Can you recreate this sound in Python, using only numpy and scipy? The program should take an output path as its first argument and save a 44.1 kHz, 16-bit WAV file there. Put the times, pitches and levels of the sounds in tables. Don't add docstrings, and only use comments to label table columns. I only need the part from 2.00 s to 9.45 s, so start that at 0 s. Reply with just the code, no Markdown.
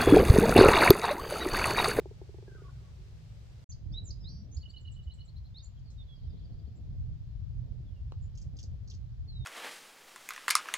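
import sys
import numpy as np
from scipy import signal
from scipy.fft import rfft, irfft
from scipy.io import wavfile
from scipy.ndimage import uniform_filter1d

SR = 44100
rng = np.random.default_rng(int(sys.argv[2]) if len(sys.argv) > 2 else 0)


def persist_wave(psi):
    counts = np.round(np.clip(psi, -1, 1) * 32767).astype(np.int16)
    wavfile.write(sys.argv[1], SR, np.atleast_2d(counts).T)


N = 328545

# start_s, pip_db, thin_note_db
SYLLABLE_BEATS = [(2.625, -55.5, -70.5), (2.733, -54.5, -71), (2.845, -55, -68), (2.959, -60.5, -74.5),
                  (3.067, -60.5, -67.5), (3.179, -63, -71)]


def from_db(db):
    return 10 ** (np.asarray(db) / 20)


def unit_rms(x):
    return x / np.sqrt(np.mean(x ** 2) + 1e-20)


def at_hz(points, hz):
    point_hz, value = np.transpose(points)
    return np.interp(np.log(np.maximum(hz, 1)), np.log(point_hz), value)


def band(x, low_hz, high_hz):
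    edges_hz = [low_hz, min(high_hz, SR / 2 - 100)]
    return signal.sosfilt(signal.butter(2, edges_hz, "band", fs=SR, output="sos"), x)


def dull(x, cutoff_hz):
    return signal.sosfilt(signal.butter(4, cutoff_hz, fs=SR, output="sos"), x)


def drift(rate_hz, size=N):
    return np.interp(np.arange(size) * rate_hz / SR, np.arange(4096), rng.standard_normal(4096))


def place(out, start_s, sound, pan_db=0, lag_ms=0):
    for channel, sign in enumerate((1, -1)):
        start = max(round((start_s + sign * lag_ms / 2000) * SR), 0)
        part = sound[:max(N - start, 0)]
        out[channel, start:start + len(part)] += part * from_db(sign * pan_db / 2)


def struck(modes):
    t = np.arange(SR // 10) / SR
    return sum(from_db(db - 60 * t / t60) * np.sin(2 * np.pi * hz * t) for hz, db, t60 in modes)


def rasp(length_s, low_hz, high_hz, taper):
    n = int(length_s * SR)
    noise = rng.standard_normal(n + SR // 10)
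    rough = band(band(noise, low_hz, high_hz), low_hz, high_hz)[-n:]
    return unit_rms(rough) * signal.windows.tukey(n, taper)


def whistle(hz, waver=0.0029, flicker_db=3.5, taper=0.43, third=0):
    n = len(hz)
    phase = 2 * np.pi * np.cumsum(hz * (1 + waver * drift(400, n))) / SR
    tone = np.sin(phase) + third * np.sin(3 * phase)
    return tone * signal.windows.tukey(n, taper) * from_db(flicker_db * drift(150, n))


def slur(length_s, start_hz, middle_hz, end_hz, waver=0.0055, swell_db=6.0):
    bend = np.polyfit([0, .5, 1], [start_hz, middle_hz, end_hz], 2)
    along = np.linspace(0, 1, int(length_s * SR))
    return whistle(np.polyval(bend, along), waver) * from_db(swell_db * (2 * along - 1))


def phrase(rows, lag_ms, waver=0.011):
    out = np.zeros((2, N))
    for start_s, length_s, *pitches_hz, db, pan_db in rows:
        place(out, start_s, from_db(db) * slur(length_s, *pitches_hz, waver), pan_db, lag_ms)
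    return out


def trees(x, near_db, near_t60, far_db, far_t60):
    t = np.arange(SR) / SR
    onset = 1 - np.exp(-t / 0.0052)
    tail = 0
    for db, t60 in ((near_db, near_t60), (far_db, far_t60)):
        scatter = rng.standard_normal((2, SR)) * onset * from_db(-60 * t / t60)
        tail = tail + from_db(db) * unit_rms(scatter) / np.sqrt(SR)
    return x + signal.fftconvolve(x, tail, axes=1)[:, :N]


def air(spectrum):
    # frequency_hz, correlation
    likeness = [(30, 0.19), (120, 0.53), (300, 0.33), (700, 0.14), (1500, 0), (3000, 0.083), (15000, 0)]
    hz = np.fft.rfftfreq(N, 1 / SR)
    alike = at_hz(likeness, hz)
    mid, side = rfft(rng.standard_normal((2, N)))
    pair = np.sqrt(1 + alike) * mid + np.sqrt(1 - alike) * side * [[1], [-1]]
    return unit_rms(irfft(pair * from_db(at_hz(spectrum, hz)) * (hz > 10), N))


def air_by_cup(level_db=-49.5):
    # frequency_hz, relative_db
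    spectrum = [(20, -18), (53, -1.5), (86, -3.5), (113, -14), (186, -19.5), (240, -29), (385, -33),
                (480, -31), (1080, -40.5), (4850, -42.5), (8000, -50.5), (11300, -61.5), (12700, -58.5),
                (15000, -61)]
    return from_db(level_db) * air(spectrum)


def air_by_trees(level_db=-73.5):
    # frequency_hz, relative_db
    spectrum = [(200, -0.5), (600, 8.5), (1200, 3), (2400, -0.5), (3300, 0.5), (5000, -1), (6300, -6.5),
                (7600, -11), (8600, -20.5), (11000, -20.5), (13000, -14), (15000, -17.5)]
    return from_db(level_db) * air(spectrum)


def mower(waver_hz=2.0, waver_db=3.7):
    # pitch_hz, level_db
    orders = [(64.6, -59), (107.7, -53.5), (129.2, -58.5), (156.1, -65)]
    out, t = np.zeros((2, N)), np.arange(N) / SR
    for hz, db in orders:
        phase = 2 * np.pi * (hz * t + waver_hz * np.cumsum(drift(7.71)) / SR)
        place(out, 0, np.sqrt(2) * from_db(db + waver_db * drift(9.15)) * np.sin(phase))
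    return out


def wind(rumble_swing_db=3.0, flutter_swing_db=4.0):
    # time_s, rumble_db, flutter_db
    strength = [(1.7, -43.5, -61.5), (1.95, -41, -60.5), (2.55, -44.5, -62.5), (2.7, -45.5, -64.5),
                (3.5, -47.5, -70.5), (3.9, -45.5, -66.5), (4.17, -46.5, -66.5), (4.27, -42, -58.5),
                (4.47, -42.5, -57), (4.82, -43.5, -59.5), (5.03, -36.5, -59), (5.25, -43, -65),
                (5.62, -37.5, -61.5), (5.95, -46, -60.5), (6.08, -38.5, -69), (6.6, -42, -61),
                (7.25, -42, -66.5), (7.4, -38.5, -61)]
    # frequency_hz, relative_db
    rumble_spectrum = [(11, -45), (18, -15), (48, 0.5), (75, 0), (126, -3), (260, -39), (340, -49.5),
                       (570, -120)]
    flutter_spectrum = [(90, -17.5), (170, 6), (250, -3.5), (400, -11.5), (700, -19), (1400, -52.5),
                        (3000, -61)]
    # peak_s, level_db, pan_db
    buffets = [(2.577, -29, -4), (2.848, -38, -7), (3.08, -32, -1), (3.385, -36.5, 5), (4.284, -32, -4),
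               (4.65, -35.5, 9), (4.998, -39, 11.5), (6.023, -38.5, 15), (7.212, -37.5, 15)]
    # start_s, length_s, centre_hz, width_hz, level_db
    gusts = [(1.86, 0.12, 316, 50, -65), (2.23, 0.18, 145.6, 50, -49), (2.34, 0.11, 184, 60, -49)]
    time_s, *levels = np.transpose(strength)
    rumble_db, flutter_db = (np.interp(np.arange(N) / SR, time_s, level) for level in levels)
    eddies = air(rumble_spectrum)
    eddies /= np.sqrt(uniform_filter1d(np.mean(eddies ** 2, axis=0), size=SR // 10))
    out = eddies * from_db(rumble_db + rumble_swing_db * np.array([drift(25), drift(25)]))
    out += air(flutter_spectrum) * from_db(flutter_db + flutter_swing_db * drift(50))
    t = np.arange(-SR // 25, SR // 25) / SR
    for peak_s, db, pan_db in buffets:
        thump = np.exp(-(t / 0.015) ** 2) * np.sin(2 * np.pi * rng.uniform(66.5, 76) * t)
        place(out, peak_s + t[0], from_db(db) * thump, pan_db)
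    for start_s, length_s, hz, width_hz, db in gusts:
        hum = rasp(length_s, hz - width_hz / 2, hz + width_hz / 2, taper=0.73)
        place(out, start_s, from_db(db) * hum)
    return out


def chatter(spread_db=1.5, slot_s=.01):
    # time_s, notes_per_s, level_db
    activity = [(1.7, 64, -86), (3.7, 62, -88.5), (3.95, 90, -81), (4.35, 94, -80), (4.75, 95, -89)]
    time_s, notes_per_s, level_db = np.transpose(activity)
    out, slots = np.zeros((2, N)), np.arange(0, N / SR, slot_s)
    for start_s, (chance, pitch, bend, size) in zip(slots, rng.random((len(slots), 4))):
        if chance < np.interp(start_s, time_s, notes_per_s, left=0) * slot_s:
            hz, glide = 3100 * 1.65 ** pitch, np.copysign(.1, bend - .5)
            db = np.interp(start_s, time_s, level_db) + spread_db * (2 * size - 1)
            place(out, start_s, from_db(db) * slur(.03, hz * (1 + glide), hz, hz * (1 - glide)))
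    return trees(out, -2, .2, -2, .5) - out


def far_song(start_s=4.153, period_s=.144, repeats=4, peak_s=4.38, fade_s=.3, fade_db=5):
    # after_s, length_s, start_hz, middle_hz, end_hz, level_db, pan_db
    note_pair = [(-.004, .024, 5300, 4900, 4450, -69.5, -1.5), (0.076, .03, 4150, 4400, 5000, -75, 3)]
    # start_s, length_s, start_hz, middle_hz, end_hz, level_db, pan_db
    lone_notes = [(5.848, .06, 3650, 3440, 3320, -77.5, -6.5), (5.916, .08, 3150, 2890, 2820, -78.5, -6.5)]
    seesaw = []
    for k in range(repeats):
        for after_s, *shape, db, pan_db in note_pair:
            note_s = start_s + k * period_s + after_s
            softer_db = fade_db * ((note_s - peak_s) / fade_s) ** 2
            seesaw.append((note_s, *shape, db - softer_db, pan_db))
    return trees(phrase(seesaw + lone_notes, lag_ms=-0.03), -6, .15, -7, 1.2)


def far_call(echo_s=0.195, echo_db=-10, echo_cut_hz=1170):
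    # start_s, length_s, start_hz, middle_hz, end_hz, level_db, pan_db
    falling_notes = [(0.462, 0.067, 1680, 1570, 1540, -64, -1), (0.515, 0.058, 1680, 1565, 1560, -62, 2),
                     (0.538, 0.031, 1440, 1440, 1470, -63, -1), (0.563, 0.055, 1310, 1260, 1225, -65.5, -3),
                     (0.585, 0.052, 1450, 1420, 1480, -70, -2), (0.632, 0.048, 1160, 1135, 1140, -61, -3),
                     (0.678, 0.0266, 980, 1120, 1130, -57.5, -1), (0.648, 0.064, 1470, 1445, 1430, -70, 0)]
    call = phrase(falling_notes, lag_ms=-.06, waver=.021)
    echo = dull(call.mean(axis=0), echo_cut_hz)
    for trip in (1, 2):
        place(call, trip * echo_s, from_db(trip * echo_db) * echo)
    return trees(call, -7, 0.18, -11, 0.61)


def long_whistles(sink_s=.135, echo_s=0.27, echo_db=-15):
    # start_s, length_s, start_hz, resting_hz, pan_db
    glides = [(3.845, .37, 4800, 3130, -6.5), (7.262, .2, 4600, 3300, -3)]
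    # start_s, length_s, level_db
    swells = [(3.84, 0.097, -69), (3.971, 0.074, -59), (4.069, 0.097, -61.5), (4.143, 0.075, -75),
              (7.265, 0.044, -69), (7.278, 0.042, -54.5), (7.302, 0.054, -61), (7.346, 0.044, -54),
              (7.38, 0.093, -57)]
    out, loudness = np.zeros((2, N)), np.zeros(N + SR)
    for start_s, length_s, db in swells:
        start, n = int(start_s * SR), int(length_s * SR)
        loudness[start:start + n] += from_db(db) * signal.windows.tukey(n, .7)
    for start_s, length_s, start_hz, resting_hz, pan_db in glides:
        t = np.arange(int(length_s * SR)) / SR
        hz = resting_hz + (start_hz - resting_hz) * np.exp(-t / sink_s)
        note = whistle(hz, waver=.003, flicker_db=1.5, taper=.05)
        place(out, start_s, note * loudness[int(start_s * SR):][:len(t)], pan_db, lag_ms=.08)
    smear = trees(out, -3, .4, -3, 1.0) - out
    echo = np.pad(smear, ((0, 0), (int(echo_s * SR), 0)))[:, :N]
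    return trees(out, -16, .06, -17, .5) + from_db(echo_db) * echo


def paired_pips(start_hz=3030, end_hz=2860, length_s=.025, spacing_s=.026, accent_db=2.5):
    out = np.zeros((2, N))
    droop_hz = np.linspace(start_hz, end_hz, int(length_s * SR))
    for start_s, db, _ in SYLLABLE_BEATS:
        for after_s, pip_db in ((0, db), (spacing_s, db + accent_db)):
            detune = 1 + 0.0051 * rng.standard_normal()
            pip = whistle(droop_hz * detune, flicker_db=1.5, taper=.8)
            place(out, start_s + after_s, from_db(pip_db) * pip, pan_db=-7, lag_ms=0.38)
    return trees(out, -8, 0.18, -16.5, 0.62)


def scolding(spread=1.226, octave_db=-31, flutter_db=3, low_rasp_hz=3300):
    # start_s, centre_hz, main_db, last_db, low_rasp_after_s, low_rasp_db
    calls = [(6.35, 6000, -61, -63.5, 0.023, -68), (6.564, 5650, -56.5, -56.5, 0.022, -59.5),
             (6.874, 5400, -56, -62.5, 0.035, -61)]
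    out = np.zeros((2, N))
    for start_s, hz, main_db, last_db, low_after_s, low_db in calls:
        low_hz, high_hz = hz / spread / 1.08, hz * spread
        lead_in, main, last = (0, .016, main_db - 7), (.023, .019, main_db), (.063, .019, last_db)
        for after_s, length_s, db in (lead_in, main, last):
            pulse = rasp(length_s, low_hz, high_hz, taper=0.33)
            pulse += from_db(octave_db) * rasp(length_s, 2 * low_hz, 2 * high_hz, taper=.42)
            pulse = unit_rms(pulse * from_db(flutter_db * drift(500, len(pulse))))
            place(out, start_s + after_s, from_db(db) * pulse, pan_db=-1.6, lag_ms=.16)
        low_rasp = rasp(0.012, low_rasp_hz / spread, low_rasp_hz * spread, taper=0.18)
        place(out, start_s + low_after_s, from_db(low_db) * low_rasp, pan_db=-2.5, lag_ms=0.18)
    return trees(out, -5.5, 0.14, -20, 0.5)


def chips():
    # start_s, length_s, top_hz, level_db
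    chip_notes = [(1.717, 0.016, 5260, -51), (1.916, 0.026, 5620, -61.5), (2.102, 0.016, 5150, -47.5),
                  (2.566, 0.014, 5330, -52)]
    # length_share, pitch_ratio, relative_db
    contour = [(0, .77, -10), (.35, .88, 1), (.65, 1, 2), (1, .74, -13)]
    length_share, pitch_ratio, contour_db = np.transpose(contour)
    out = np.zeros((2, N))
    for start_s, length_s, top_hz, db in chip_notes:
        along = np.linspace(0, 1, int(length_s * SR))
        hz = top_hz * np.interp(along, length_share, pitch_ratio)
        note = whistle(hz, waver=.012, flicker_db=3, taper=0.14)
        envelope = from_db(db + np.interp(along, length_share, contour_db))
        place(out, start_s, note * envelope, pan_db=-3, lag_ms=-0.24)
    return trees(out, -10, .08, -18, .4)


def trill(late_from_s=3.3, flick_after_s=.024, flick_db=-13, third_db=-33, late_third_db=-25):
    # start_s, pitch_hz, level_db
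    run = [(2.605, 4540, -60), (2.685, 4600, -58), (2.761, 4400, -59), (2.856, 4320, -66),
           (2.939, 4290, -71.5), (3.023, 4280, -71.5), (3.107, 4280, -61), (3.192, 4310, -61.5),
           (3.274, 4340, -61.5), (3.356, 4300, -63), (3.444, 4300, -66.5)]
    # after_s, pitch_ratio, relative_db
    arch = [(0, .87, -12), (.005, .93, 0), (.014, .96, 1), (.022, 1.03, 1.5), (.027, .88, -7),
            (.033, .68, -16)]
    after_s, pitch_ratio, arch_db = np.transpose(arch)
    out, t = np.zeros((2, N)), np.arange(int(after_s[-1] * SR)) / SR
    for start_s, pitch_hz, db in run:
        late = start_s > late_from_s
        hz = pitch_hz * np.interp(t, after_s, pitch_ratio)
        third = from_db(late_third_db if late else third_db)
        note = whistle(hz, waver=0.0068, flicker_db=3, taper=0.14, third=third)
        envelope = from_db(db + np.interp(t, after_s, arch_db))
        place(out, start_s, note * envelope, pan_db=1.5, lag_ms=.02)
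        if late:
            place(out, start_s + flick_after_s, from_db(db + flick_db) * slur(0.01, 6500, 5200, 3600))
    return trees(out, -17, .1, -23, .5)


def songbirds(thin_after_s=.068, buzz_fade_db=13):
    # start_s, length_s, start_hz, middle_hz, end_hz, level_db, pan_db
    song = [(1.646, 0.077, 8020, 7020, 5670, -57.5, -3.5), (1.928, 0.074, 3410, 3830, 3936, -46, -2.5),
            (2.039, 0.063, 7850, 6830, 5450, -55.5, -5.5), (2.198, 0.059, 5380, 5060, 4950, -62, -3),
            (2.236, 0.064, 3490, 3990, 4440, -52.5, -3), (2.509, 0.053, 6000, 6470, 7200, -59, -4),
            (3.539, 0.053, 3525, 3936, 4700, -52, -2), (3.588, 0.025, 3550, 3650, 3850, -58.5, -5),
            (3.621, 0.032, 6020, 6800, 7280, -58.5, -3.5), (3.65, 0.03, 4200, 4300, 4930, -68, 1),
            (3.765, 0.025, 3240, 3300, 3100, -69, -6), (3.79, 0.011, 7900, 5770, 3830, -73, 4),
            (4.752, 0.026, 7670, 7160, 7650, -78, 10), (6.21, 0.049, 7870, 7030, 7580, -73.5, 7)]
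    # start_s, length_s, centre_hz, width_hz, start_db
    buzzes = [(2.28, 0.15, 4710, 740, -58), (2.284, 0.18, 5650, 397, -65), (3.581, 0.084, 4600, 1100, -66),
              (3.901, 0.042, 6000, 3250, -69)]
    out = phrase(song, lag_ms=-.25) + chips() + trill()
    for start_s, _, db in SYLLABLE_BEATS:
        thin_note = slur(0.018, 7970, 7630, 6460)
        place(out, start_s + thin_after_s, from_db(db) * thin_note, pan_db=-4, lag_ms=-.25)
    for start_s, length_s, hz, width_hz, db in buzzes:
        buzz = rasp(length_s, hz - width_hz / 2, hz + width_hz / 2, taper=0.12)
        fade = from_db(db - np.linspace(0, buzz_fade_db, len(buzz)))
        place(out, start_s, buzz * fade, pan_db=-2, lag_ms=-0.21)
    treble = band(out, 5630, 12000)
    return trees(out, -11, .14, -18, .6) + trees(treble, -2.5, .15, -20, .5) - treble


def putt(tock_cut_hz=1330, ring_band_hz=(2400, 9000)):
    # start_s, level_db
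    strokes = [(6.1215, -38.5)]
    # pitch_hz, relative_db, t60_s
    modes = [(480, -3.5, .009), (850, -3, .004), (1100, -2, .0055), (2950, -9, .0055), (4050, -13, .012),
             (5400, -21, .006), (6600, -26, .008), (9450, -37, .01)]
    tock = dull(struck(modes[:3]), tock_cut_hz)
    ring = band(struck(modes[3:]), *ring_band_hz)
    out = np.zeros((2, N))
    for start_s, db in strokes:
        place(out, start_s, from_db(db) * (tock + ring), lag_ms=0.086)
    return trees(out, -8.5, .1, -16, .6)


def ball_in_cup(dulling=0.3, contact_s=.00015, contact_s_per_db=.00005, roll_hz=381, roll_width_hz=84):
    # start_s, level_db, pitch_hz
    knocks = [(0.015, -45.5, 367), (0.057, -35.5, 376), (0.111, -41.5, 414), (0.215, -38, 374),
              (0.291, -43, 390), (0.343, -41.5, 363), (0.384, -43, 385), (0.425, -43, 390),
              (0.479, -41.5, 380), (0.517, -47.5, 385), (0.55, -46.5, 408), (0.583, -49, 363),
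              (0.618, -44, 396), (0.646, -53, 400), (0.683, -52.5, 361)]
    # pitch_ratio, relative_db, t60_s
    cup_modes = [(1, 4.5, 0.04), (1.45, -19.5, 0.033), (1.7, -8, 0.013), (2.2, -11.5, 0.032)]
    # start_s, length_s, level_db
    rolls = [(0.76, 0.086, -71), (0.959, 0.18, -69)]
    out, hardest_db = np.zeros((2, N)), max(db for _, db, _ in knocks)
    for start_s, db, hz in knocks:
        softer_db = hardest_db - db
        tilt_db = rng.normal(2.0, 2.3) - dulling * softer_db
        knock = struck([(hz * ratio, mode_db + tilt_db * (ratio - 1), t60)
                        for ratio, mode_db, t60 in cup_modes])
        rise_s = contact_s + contact_s_per_db * softer_db
        attack = 1 - np.exp(-np.arange(len(knock)) / SR / rise_s)
        place(out, start_s, from_db(db) * band(knock * attack, 366, 790), lag_ms=-0.14)
    for start_s, length_s, db in rolls:
        hum = rasp(length_s, roll_hz - roll_width_hz / 2, roll_hz + roll_width_hz / 2, taper=0.21)
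        place(out, start_s, from_db(db) * hum, lag_ms=-0.13)
    return trees(out, -20, 0.11, -19, 1.5)


def scene(leave_s=1.644, arrive_s=1.69):
    t = np.arange(N) / SR
    by_cup = ball_in_cup() + mower() + air_by_cup()
    by_trees = putt() + wind() + air_by_trees()
    birds = songbirds() + paired_pips() + far_song() + long_whistles()
    birds += far_call() + chatter() + scolding()
    cup_fader = np.clip((leave_s - t) / .001, 0, 1)
    trees_fader = np.clip(np.minimum(t - arrive_s, t[-1] - t) / .008, 0, 1)
    return cup_fader * (by_cup + birds) + trees_fader * (by_trees + birds)


def record(dry):
    return signal.sosfilt(signal.ellip(10, .1, 70, 15400, fs=SR, output="sos"), dry)


dry = scene()
out = record(dry)
persist_wave(out)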